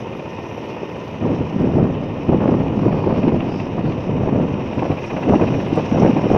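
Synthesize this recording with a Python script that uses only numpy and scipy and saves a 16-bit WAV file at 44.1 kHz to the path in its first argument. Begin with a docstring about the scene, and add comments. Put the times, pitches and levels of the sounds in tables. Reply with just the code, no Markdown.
"""A heavy helicopter lifts off: main and tail blades modulate coloured noise into a throbbing roar.
Slaps and a beat per blade at lift-off are noise bursts; hum and gears are wavering sines.
Turbine hiss is noise in patchy bands; compressor whistles are smeared sines, and bands of engine noise flare.
Wind noise in gusts and short thumps buffets the microphone; faint bird chirps are falling sines.
"""
import sys
import numpy as np
from scipy import signal
from scipy.fft import rfft, irfft, next_fast_len
from scipy.io import wavfile
from scipy.ndimage import uniform_filter1d, minimum_filter1d

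SR = 44100
rng = np.random.default_rng(int(sys.argv[2]) if len(sys.argv) > 2 else 0)


def unload_wav(signal):
    """Save mono or channel-first audio to the path in sys.argv[1] as 16-bit WAV at rate SR, clipped to [-1, 1]."""
    wavfile.write(
        sys.argv[1],
        SR,
        np.round(np.clip(np.atleast_2d(signal).T, -1, 1) * 32767).astype(np.int16),
    )


N = 280917
TIME = np.arange(N) / SR


def undb(db):
    """Decibels to gain."""
    return 10 ** (np.asarray(db) / 20)


def curves(table):
    """Interpolate each column of a (time_s, ..) table at every sample."""
    time_s, *columns = np.transpose(table)
    return [np.interp(TIME, time_s, column) for column in columns]


def unit(x):
    """Scale to rms 1."""
    return x / np.sqrt(np.mean(x ** 2))


def steady(x, size):
    """Level out slow swings: divide by the moving rms over size samples."""
    return x / np.sqrt(uniform_filter1d(x ** 2, size=size) + 1e-9)


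def white():
    """White noise of rms 1."""
    return rng.standard_normal(N)


def walk(rate_hz):
    """Smooth random drift of rms 1 through rate_hz knots a second."""
    knots = white()
    drift = np.interp(TIME * rate_hz, np.arange(N), knots)
    return unit(uniform_filter1d(drift, max(int(SR / rate_hz / 2), 1)))


def colour(x, spectrum):
    """Minimum-phase filter with a (freq_hz, level_db) response that keeps the power of white noise."""
    size = 2 * next_fast_len(N // 2 + 4096)
    freq_hz, level_db = np.transpose(spectrum)
    bins_hz = np.maximum(np.arange(size // 2 + 1) * SR / size, 1)
    response_db = np.interp(np.log(bins_hz), np.log(freq_hz), level_db)
    cepstrum = irfft(np.log(unit(undb(response_db))))
    # fold the cepstrum so that the filter is causal
    cepstrum[1:size // 2] *= 2
    cepstrum[size // 2 + 1:] = 0
    response = np.exp(rfft(cepstrum))
    return irfft(rfft(x, size) * response, size)[:N]


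# bird calls: start_s, level_db
CHIRPS = [(0.325, -74), (0.64, -70), (0.96, -72), (1.597, -68), (4.733, -67), (4.798, -69), (4.922, -70),
          (5.047, -64), (5.235, -72), (5.362, -73), (5.42, -72), (5.675, -65), (5.745, -61), (5.98, -72),
          (6.052, -70), (6.3, -60.5)]
CHIRP_TOP_HZ, CHIRP_FALL_S, CHIRP_LENGTH_S = 11000, .055, .045
CHIRP_SMEAR_HZ, CHIRP_FLICKER_DB = 420, 4


def chirps():
    """Small bird, faint: sines fall exponentially in pitch, blurred and broken on their way."""
    out = 0
    smear_hz = CHIRP_SMEAR_HZ * walk(1500)
    for start_s, level_db in CHIRPS:
        age_s = np.clip(TIME - start_s, 0, CHIRP_LENGTH_S)
        pitch_hz = CHIRP_TOP_HZ * np.exp(-age_s / CHIRP_FALL_S) + smear_hz
        envelope = np.abs(np.sin(np.pi * age_s / CHIRP_LENGTH_S)) ** .5
        out = out + undb(level_db) * envelope * np.sin(2 * np.pi * np.cumsum(pitch_hz) / SR)
    return out * steady(undb(CHIRP_FLICKER_DB * walk(150)), size=SR // 20)


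GUST_ATTACK_S, GUST_RELEASE_S = 0.016, 0.022


def gust(start_s, length_s):
    """Gust envelope: linear attack, hold, exponential release."""
    age_s = TIME - start_s
    attack = np.clip(age_s / GUST_ATTACK_S, 0, 1)
    return attack * np.exp(-np.clip((age_s - length_s) / GUST_RELEASE_S, 0, 20))


# breeze between gusts: time_s, level_db
BREEZE = [(0, -36), (0.3, -49), (1.1, -44), (1.35, -26), (1.48, -26.5), (1.6, -21), (2.0, -22), (2.2, -28),
          (2.5, -20.5), (3.5, -22.5), (3.65, -25), (4.55, -22), (5.05, -32), (5.4, -25.5), (6.37, -22)]
# gusts at the microphone: start_s, length_s, level_db, edge_db (flutter over rumble, before trim)
GUSTS = [(0.925, 0.048, -40, -6), (1.102, 0.066, -32.5, -7), (1.208, 0.073, -17.5, -0.5),
         (1.286, 0.058, -17.5, 0.5), (1.374, 0.05, -23, -8), (1.587, 0.088, -16.5, -1.5),
         (1.68, 0.024, -21, -3), (1.73, .12, -14.5, -2), (1.868, 0.044, -26, -13),
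         (2.275, 0.017, -12, -1.5), (2.307, 0.048, -12.5, 1), (2.38, 0.12, -18.5, 6),
         (2.501, 0.047, -14.5, -1), (2.588, 0.02, -14.5, 0), (2.655, .075, -25.5, 4),
         (2.806, 0.028, -16.5, -1), (2.844, 0.036, -12.5, -1.5), (2.909, 0.046, -18, -1),
         (3.048, 0.086, -19.5, 4.5), (3.167, 0.017, -14.5, 0), (3.223, 0.068, -15.5, -1),
         (3.312, 0.054, -16, -3), (3.769, 0.019, -17, 3.5), (3.835, 0.06, -18, -4.5),
         (4.063, 0.15, -20.5, -4), (4.192, 0.091, -19.5, 3.5), (4.313, 0.13, -15.5, 1),
         (4.488, 0.045, -25, -1), (4.758, 0.026, -17.5, -0.5), (4.81, 0.021, -20.5, 11),
         (4.842, 0.017, -23.5, 11), (4.887, 0.028, -15.5, -0.5), (5.104, 0.18, -24, 4.5),
         (5.256, 0.028, -14.5, 0), (5.285, 0.063, -10.5, 3.5), (5.381, 0.056, -16, 6),
         (5.452, 0.13, -19.5, -0.5), (5.71, 0.022, -20, -3), (5.758, 0.024, -18.5, 13.5),
         (5.907, 0.11, -14.5, 3), (6.012, 0.06, -10, 3.5), (6.072, 0.027, -14.5, -1.5),
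         (6.151, 0.032, -17.5, 4.5), (6.22, 0.039, -18.5, 6), (6.29, 0.032, -13, 4),
         (6.329, 0.053, -13.5, 8.5)]
# rumble spectrum: freq_hz, relative_db (per Hz)
RUMBLE = [(22, -12), (38, -23), (60, -10), (90, -1), (150, 4), (250, 0.5), (400, -6), (600, -16),
          (1000, -33), (2500, -56.5), (9000, -86.5)]
# flutter spectrum: freq_hz, relative_db (per Hz)
FLUTTER = [(60, -25.5), (200, 2), (350, 0), (550, -3.5), (900, -11.5), (1400, -24.5), (2500, -37.5),
           (9000, -86)]
BREEZE_EDGE_DB = -1  # flutter over rumble, before trim


def wind():
    """Eddies over the microphone port: deep rumble, and brighter flutter where they tear."""
    breeze_db, = curves(BREEZE)
    flows = [(undb(breeze_db), BREEZE_EDGE_DB)]
    for start_s, length_s, level_db, edge_db in GUSTS:
        flows.append((undb(level_db) * gust(start_s, length_s), edge_db))
    # flows add in power, which also weights their edge
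    power = sum(flow ** 2 for flow, _ in flows)
    edge_db = sum(flow ** 2 * edge for flow, edge in flows) / power
    eddies = steady(undb(1.3 * walk(70) + 1.5 * walk(220)), size=SR // 40)
    pressure = np.sqrt(power) * eddies
    rumble = steady(colour(white(), RUMBLE), size=SR // 40) * undb(-1.2 - edge_db / 2)
    flutter = steady(colour(white() * eddies ** 1.6, FLUTTER), size=SR // 50) * undb(-6.0 + edge_db)
    return pressure * (rumble + flutter) * undb(0.5 * walk(16))


# single eddies at the microphone: centre_s, level_db, pitch_hz
THUMPS = [(0.833, -14, 400), (1.264, -8.5, 380), (1.325, -11, 230), (1.408, -11.5, 296), (1.564, -5.5, 230),
          (1.642, -7, 350), (1.771, -6, 310), (1.782, -8, 520), (2.299, -6, 260), (2.334, -8, 656),
          (2.351, -10, 400), (2.489, -4.5, 268), (2.547, -13.5, 600), (2.608, -9, 200), (2.63, -10.5, 235),
          (2.778, -5, 230), (2.823, -11, 239), (2.866, -3.5, 390), (2.877, -8.5, 266), (2.954, -8, 290),
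          (3.073, -5.5, 330), (3.244, -5, 230), (3.279, -4.5, 264), (3.328, -9.5, 267), (3.472, -12.5, 300),
          (3.844, -11.5, 283), (3.986, -14, 140), (4.095, -8, 387), (4.379, -8.5, 295), (4.4, -8.5, 485),
          (4.825, -10.5, 815), (4.904, -6.5, 250), (5.289, -8, 483), (5.31, -5, 288), (5.332, -11, 288),
          (5.337, -4, 750), (5.347, -12, 350), (5.362, -7, 292), (5.424, -4, 318), (5.509, -8, 270),
          (5.593, -11, 295), (5.638, -11, 200), (5.731, -6.5, 307), (5.777, -13, 440), (5.926, -9, 355),
          (5.96, -8, 560), (6.024, -6, 520), (6.05, -6.5, 420), (6.066, -6.5, 390), (6.099, -5, 284),
          (6.137, -9, 210), (6.165, -8.5, 263), (6.269, -9, 414), (6.319, -9, 300), (6.352, -3, 420)]
THUMP_CYCLES = .75  # half-width at 1/e


def thumps():
    """A lone eddy rocks the diaphragm for a cycle or two: a sine under a Gaussian."""
    out = 0
    for centre_s, level_db, pitch_hz in THUMPS:
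        cycles = (TIME - centre_s) * pitch_hz
        envelope = np.exp(-np.minimum((cycles / THUMP_CYCLES) ** 2, 50))
        out = out + undb(level_db) * np.sin(2 * np.pi * cycles) * envelope
    return out


def tone(pitch_hz, waver_hz):
    """A sine whine that wavers in pitch and fades in and out."""
    wavering_hz = pitch_hz * (1 + 0.000708 * walk(3)) + waver_hz * walk(60)
    turns = np.cumsum(wavering_hz) / SR
    fading = undb(2.6 * walk(14) + 1.5 * walk(60))
    return unit(np.sin(2 * np.pi * turns) * fading)


def whistle(pitch_hz):
    """Turbulent air smears a compressor tone into a narrow, grainy band that comes and goes."""
    turns = np.cumsum(pitch_hz + 85 * walk(500)) / SR
    fading = undb(2.6 * walk(90) + 2.2 * walk(16) - 2.5)
    return np.sqrt(2) * np.sin(2 * np.pi * turns) * fading


FADE_BAND_HZ, FADE_RATE_HZ, FADE_DB = 500, 11, 1.7


def patchy(x):
    """Moving air fades overlapping treble bands separately."""
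    size = next_fast_len(N)
    spectrum = rfft(x, size * 2)
    freq_hz = np.linspace(0, SR / 2, size + 1)
    out = x
    for centre_hz in np.arange(3500, 7500, FADE_BAND_HZ):
        triangle = np.maximum(1 - np.abs(freq_hz - centre_hz) / FADE_BAND_HZ, 0)
        band = irfft(spectrum * triangle)[:N]
        out = out + band * (undb(FADE_DB * walk(FADE_RATE_HZ)) - 1)
    return out


# gearbox and compressor tones: ground_hz, air_hz, ground_db, air_db
WHINE = [(900, 900, -51, -49), (990, 990, -51, -49), (1690, 1680, -72, -57), (1834, 1834, -53, -66),
         (2056, 2056, -70, -58), (2480, 2480, -59, -57), (3660, 3748, -68, -63), (5636, 5636, -75, -62)]
# compressor blade tone: time_s, pitch_hz, level_db (before fading)
SPOOL = [(0, 11240, -74), (1.1, 11450, -75), (1.3, 11500, -84), (2.0, 11660, -83), (2.3, 11730, -78),
         (3.5, 11680, -80), (3.8, 11660, -85), (4.4, 11620, -82), (5.0, 11650, -76), (5.8, 11700, -74),
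         (6.4, 11670, -79)]
# hiss spectrum: freq_hz, relative_db (per Hz)
HISS = [(2000, -4.5), (3700, 0.5), (4250, -6.5), (4800, -4.5), (5150, -0.5), (5400, 1.5), (5700, 2.5),
        (6350, -6), (6550, -11.5), (6900, -16.5), (8000, -24), (9000, -26.5), (10200, -27.5),
        (12000, -31.5), (15000, -43.5)]
NEXT_STAGE_RATIO, NEXT_STAGE_DB = 1.103, -14  # next compressor stage: more blades, higher whistle


def engines(hiss_db):
    """Turbine hiss, compressor whistles, and gear tones that change weight as the machine lifts off."""
    # time_s, airborne share
    airborne, = curves([(2.0, 0.13), (3.0, 0.46), (4.5, 0.47), (5.0, 1)])
    spool_hz, spool_db = curves(SPOOL)
    gears = 0
    for ground_hz, air_hz, ground_db, air_db in WHINE:
        pitch_hz = ground_hz + airborne * (air_hz - ground_hz)
        level_db = ground_db + airborne * (air_db - ground_db)
        gears = gears + tone(pitch_hz, waver_hz=8.76) * undb(level_db)
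    hiss = patchy(colour(white() * undb(1.6 * walk(150)), HISS))
    hiss = hiss * undb(hiss_db + 3.0 + 1.0 * walk(30))
    compressor = whistle(spool_hz) + undb(NEXT_STAGE_DB) * whistle(NEXT_STAGE_RATIO * spool_hz)
    return gears + hiss + undb(spool_db) * compressor


TAIL_PER_MAIN = 3.5  # tail blade passes per main blade pass
# tail rotor hum: multiple (of its blade rate), level_db (before fading)
TAIL_HUM = [(2, -43.5), (3, -47.5), (4, -44), (6, -44), (7, -46.5), (9, -49)]


def tail_hum(phase):
    """Low harmonics of the tail rotor, fading in and out with the air."""
    out = 0
    for multiple, level_db in TAIL_HUM:
        fading = undb(level_db + 0.71 * walk(11.0))
        angle = 2 * np.pi * multiple * TAIL_PER_MAIN * phase + .5 * walk(13.0)
        out = out + fading * np.sqrt(2) * np.sin(angle)
    return out


def swish(phase, rise, fall):
    """Once a blade: swells as it advances, fades as it turns away (rise, fall in cycles)."""
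    cycle = phase % 1
    return np.exp(-cycle / fall) + np.exp((cycle - 1) / rise)


# engine sound carried over by the wind:
# centre_s, length_s (half-width at 1/e), centre_hz, width_hz, level_db, chopped (tail rotor share, 0-1)
FLARES = [(3.06, 0.085, 950, 270, -31, .9), (3.08, .27, 4550, 900, -60, 0), (3.55, 0.09, 4950, 800, -54, 0),
          (3.89, .04, 4400, 800, -57, 0), (5.945, 0.035, 5625, 80, -50, 0), (6.05, .08, 5650, 110, -56, 0)]


def flares(phase):
    """Narrow noise bands, whine or tail rotor rasp, that swell and sink again."""
    rasp = unit(swish(TAIL_PER_MAIN * phase, rise=.12, fall=.2))
    out = 0
    for centre_s, length_s, centre_hz, width_hz, level_db, chopped in FLARES:
        band_shape = [(centre_hz - 1.5 * width_hz, -90), (centre_hz - width_hz / 2, 0),
                      (centre_hz + width_hz / 2, 0), (centre_hz + 1.5 * width_hz, -90)]
        band = steady(colour(white(), band_shape), size=SR // 50)
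        swell = undb(level_db) * np.exp(-((TIME - centre_s) / length_s) ** 2)
        out = out + swell * band * (1 + chopped * (rasp - 1))
    return out


def burst(start_s, rise_s, fall_s):
    """Envelope with a linear rise and an exponential fall, top 1."""
    age_s = np.maximum(TIME - start_s, 0)
    return np.minimum(age_s / rise_s, 1) * np.exp(-np.clip((age_s - rise_s) / fall_s, 0, 20))


# a blade cuts a stray vortex: start_s, level_db
SLAPS = [(1.95, -26), (2.478, -26.5), (2.68, -28.5), (2.923, -26.5), (3.159, -26), (3.231, -26.5),
         (3.28, -22), (3.404, -22), (3.599, -21.5), (3.921, -25.5)]
# slap spectrum: freq_hz, relative_db (per Hz)
SLAP_COLOUR = [(200, -7), (900, 14), (1600, -5), (2600, 5.5), (3800, -13), (9000, -57)]
SLAP_RISE_S, SLAP_FALL_S = 0.0019, 0.0033


def slaps():
    """Stray cracks of blade on vortex: short bursts of coloured noise."""
    strays = sum(undb(level_db) * burst(start_s, SLAP_RISE_S, SLAP_FALL_S) for start_s, level_db in SLAPS)
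    return colour(white() * strays, SLAP_COLOUR)


# blade beats at lift-off: time_s, level_db
CHOP = [(4.2, -60), (4.48, -37), (4.66, -38), (4.78, -29.5), (4.86, -34), (4.98, -33), (5.05, -29),
        (5.48, -29), (5.55, -32.5), (5.75, -35), (5.85, -40), (6.37, -40)]
# chop spectrum: freq_hz, relative_db (per Hz)
CHOP_COLOUR = [(200, -5.5), (600, 6.5), (950, 7), (1200, -5.5), (1350, -7.5), (1680, 0), (1880, -7),
               (2060, 1.5), (2250, -6.5), (2480, 6), (3000, -5), (3550, -23.5), (3850, -17), (9000, -54)]
CHOP_AT_CYCLE, CHOP_WIDTH_S = .072, .0095  # half-width at 1/e


def chop(phase):
    """At lift-off every blade cuts the vortex of the one before: an even, rounded noise beat."""
    chop_db, = curves(CHOP)
    offset_cycles = (phase - CHOP_AT_CYCLE + .5) % 1 - .5
    offset_s = offset_cycles / np.gradient(phase) / SR
    beat = np.exp(-(offset_s / CHOP_WIDTH_S) ** 2)
    return steady(colour(white(), CHOP_COLOUR), size=SR // 200) * beat * undb(chop_db)


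# blade bite: time_s, swish_db (relative to the churn, before trim)
BITE = [(0, -5.5), (1.1, -5.5), (2.0, -8), (3.2, -4), (4.3, -5), (4.8, -5), (5.4, -5), (5.8, -6.5),
        (6.3, -7)]
# churn spectrum: freq_hz, relative_db (per Hz)
ROAR = [(30, -28), (55, -11), (100, 4), (200, 1), (500, 1.5), (780, -7), (950, -4.5), (1250, -13.5),
        (1600, -22), (2000, -17.5), (2150, -15.5), (2270, -20.5), (2450, -12.5), (2950, -16), (3600, -33),
        (9000, -65.5)]
# swish spectrum: freq_hz, relative_db (per Hz)
SWISH = [(40, -12.5), (200, -2), (550, 3.5), (760, -4), (950, 0), (1300, -14), (1650, -15.5), (2150, -18.5),
         (2500, -9), (2950, -21), (3600, -29), (9000, -62)]
TAIL_CHOP_DB = 1  # tail swish over the steady part


def rotors(phase, roar_db):
    """Steady churn of downwash plus a swish per main blade; the tail rotor chops both."""
    bite_db, = curves(BITE)
    # no two blade passes bite equally hard
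    passes = undb(.7 * white()[(phase + 1.5).astype(int)])
    blade = unit(swish(phase - .03, rise=.11, fall=.22))
    tail = np.hypot(1, undb(TAIL_CHOP_DB) * swish(TAIL_PER_MAIN * phase, rise=0.087, fall=0.27))
    # turbulent air on the way roughens the level
    air = steady(tail * undb(1.2 * walk(300)), size=SR // 25)
    churn = colour(white() * air, ROAR) * undb(11.0)
    swishes = colour(white() * air * blade * passes * undb(bite_db), SWISH) * undb(10)
    # a harder bite gives the swish a larger share of the roar
    return (churn + swishes) * undb(roar_db + 3.5) / np.hypot(1, undb(bite_db))


# rotor speed: time_s, blade_hz (main blade passes)
BLADE_RATE = [(0, 15.8), (2.7, 15.8), (2.9, 16.0), (6.4, 16.0)]
# rotor load: time_s, roar_db, hiss_db (both before trim)
LOAD = [(0.1, -44.5, -57.5), (0.77, -43, -57.5), (1.1, -44.5, -57), (1.4, -43.5, -58), (1.8, -45.5, -60),
        (2.6, -43.5, -60), (2.8, -44, -58.5), (3.22, -43, -58), (3.4, -43, -61), (3.56, -44, -54),
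        (3.78, -44.5, -60.5), (3.89, -43, -58), (4.0, -44, -60), (4.4, -44, -59.5), (4.9, -42, -55.5),
        (5.35, -42, -53.5), (6.07, -39.5, -52.5), (6.2, -40, -54), (6.35, -39, -52)]
BLADE_START_CYCLES = -.1


def scene():
    """Mix bird, wind and helicopter; one main blade phase drives all rotor sounds."""
    blade_hz, = curves(BLADE_RATE)
    phase = BLADE_START_CYCLES + np.cumsum(blade_hz) / SR
    roar_db, hiss_db = curves(LOAD)
    machinery = engines(hiss_db) + tail_hum(phase) + flares(phase)
    blades = slaps() + chop(phase) + rotors(phase, roar_db)
    return (chirps() + wind() + thumps() + machinery + blades)[None]


TOP_HZ = 15500


def record(dry):
    """A limiter ducks the highest peaks, then a low-pass cuts the top."""
    ceiling = .92
    gain = minimum_filter1d(ceiling / np.maximum(np.abs(dry), ceiling), size=441)
    gain = uniform_filter1d(uniform_filter1d(gain, size=220), size=220)
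    low_pass = signal.ellip(8, .2, 70, TOP_HZ, fs=SR, output="sos")
    return signal.sosfilt(low_pass, dry * gain)


dry = scene()
out = record(dry)
unload_wav(out)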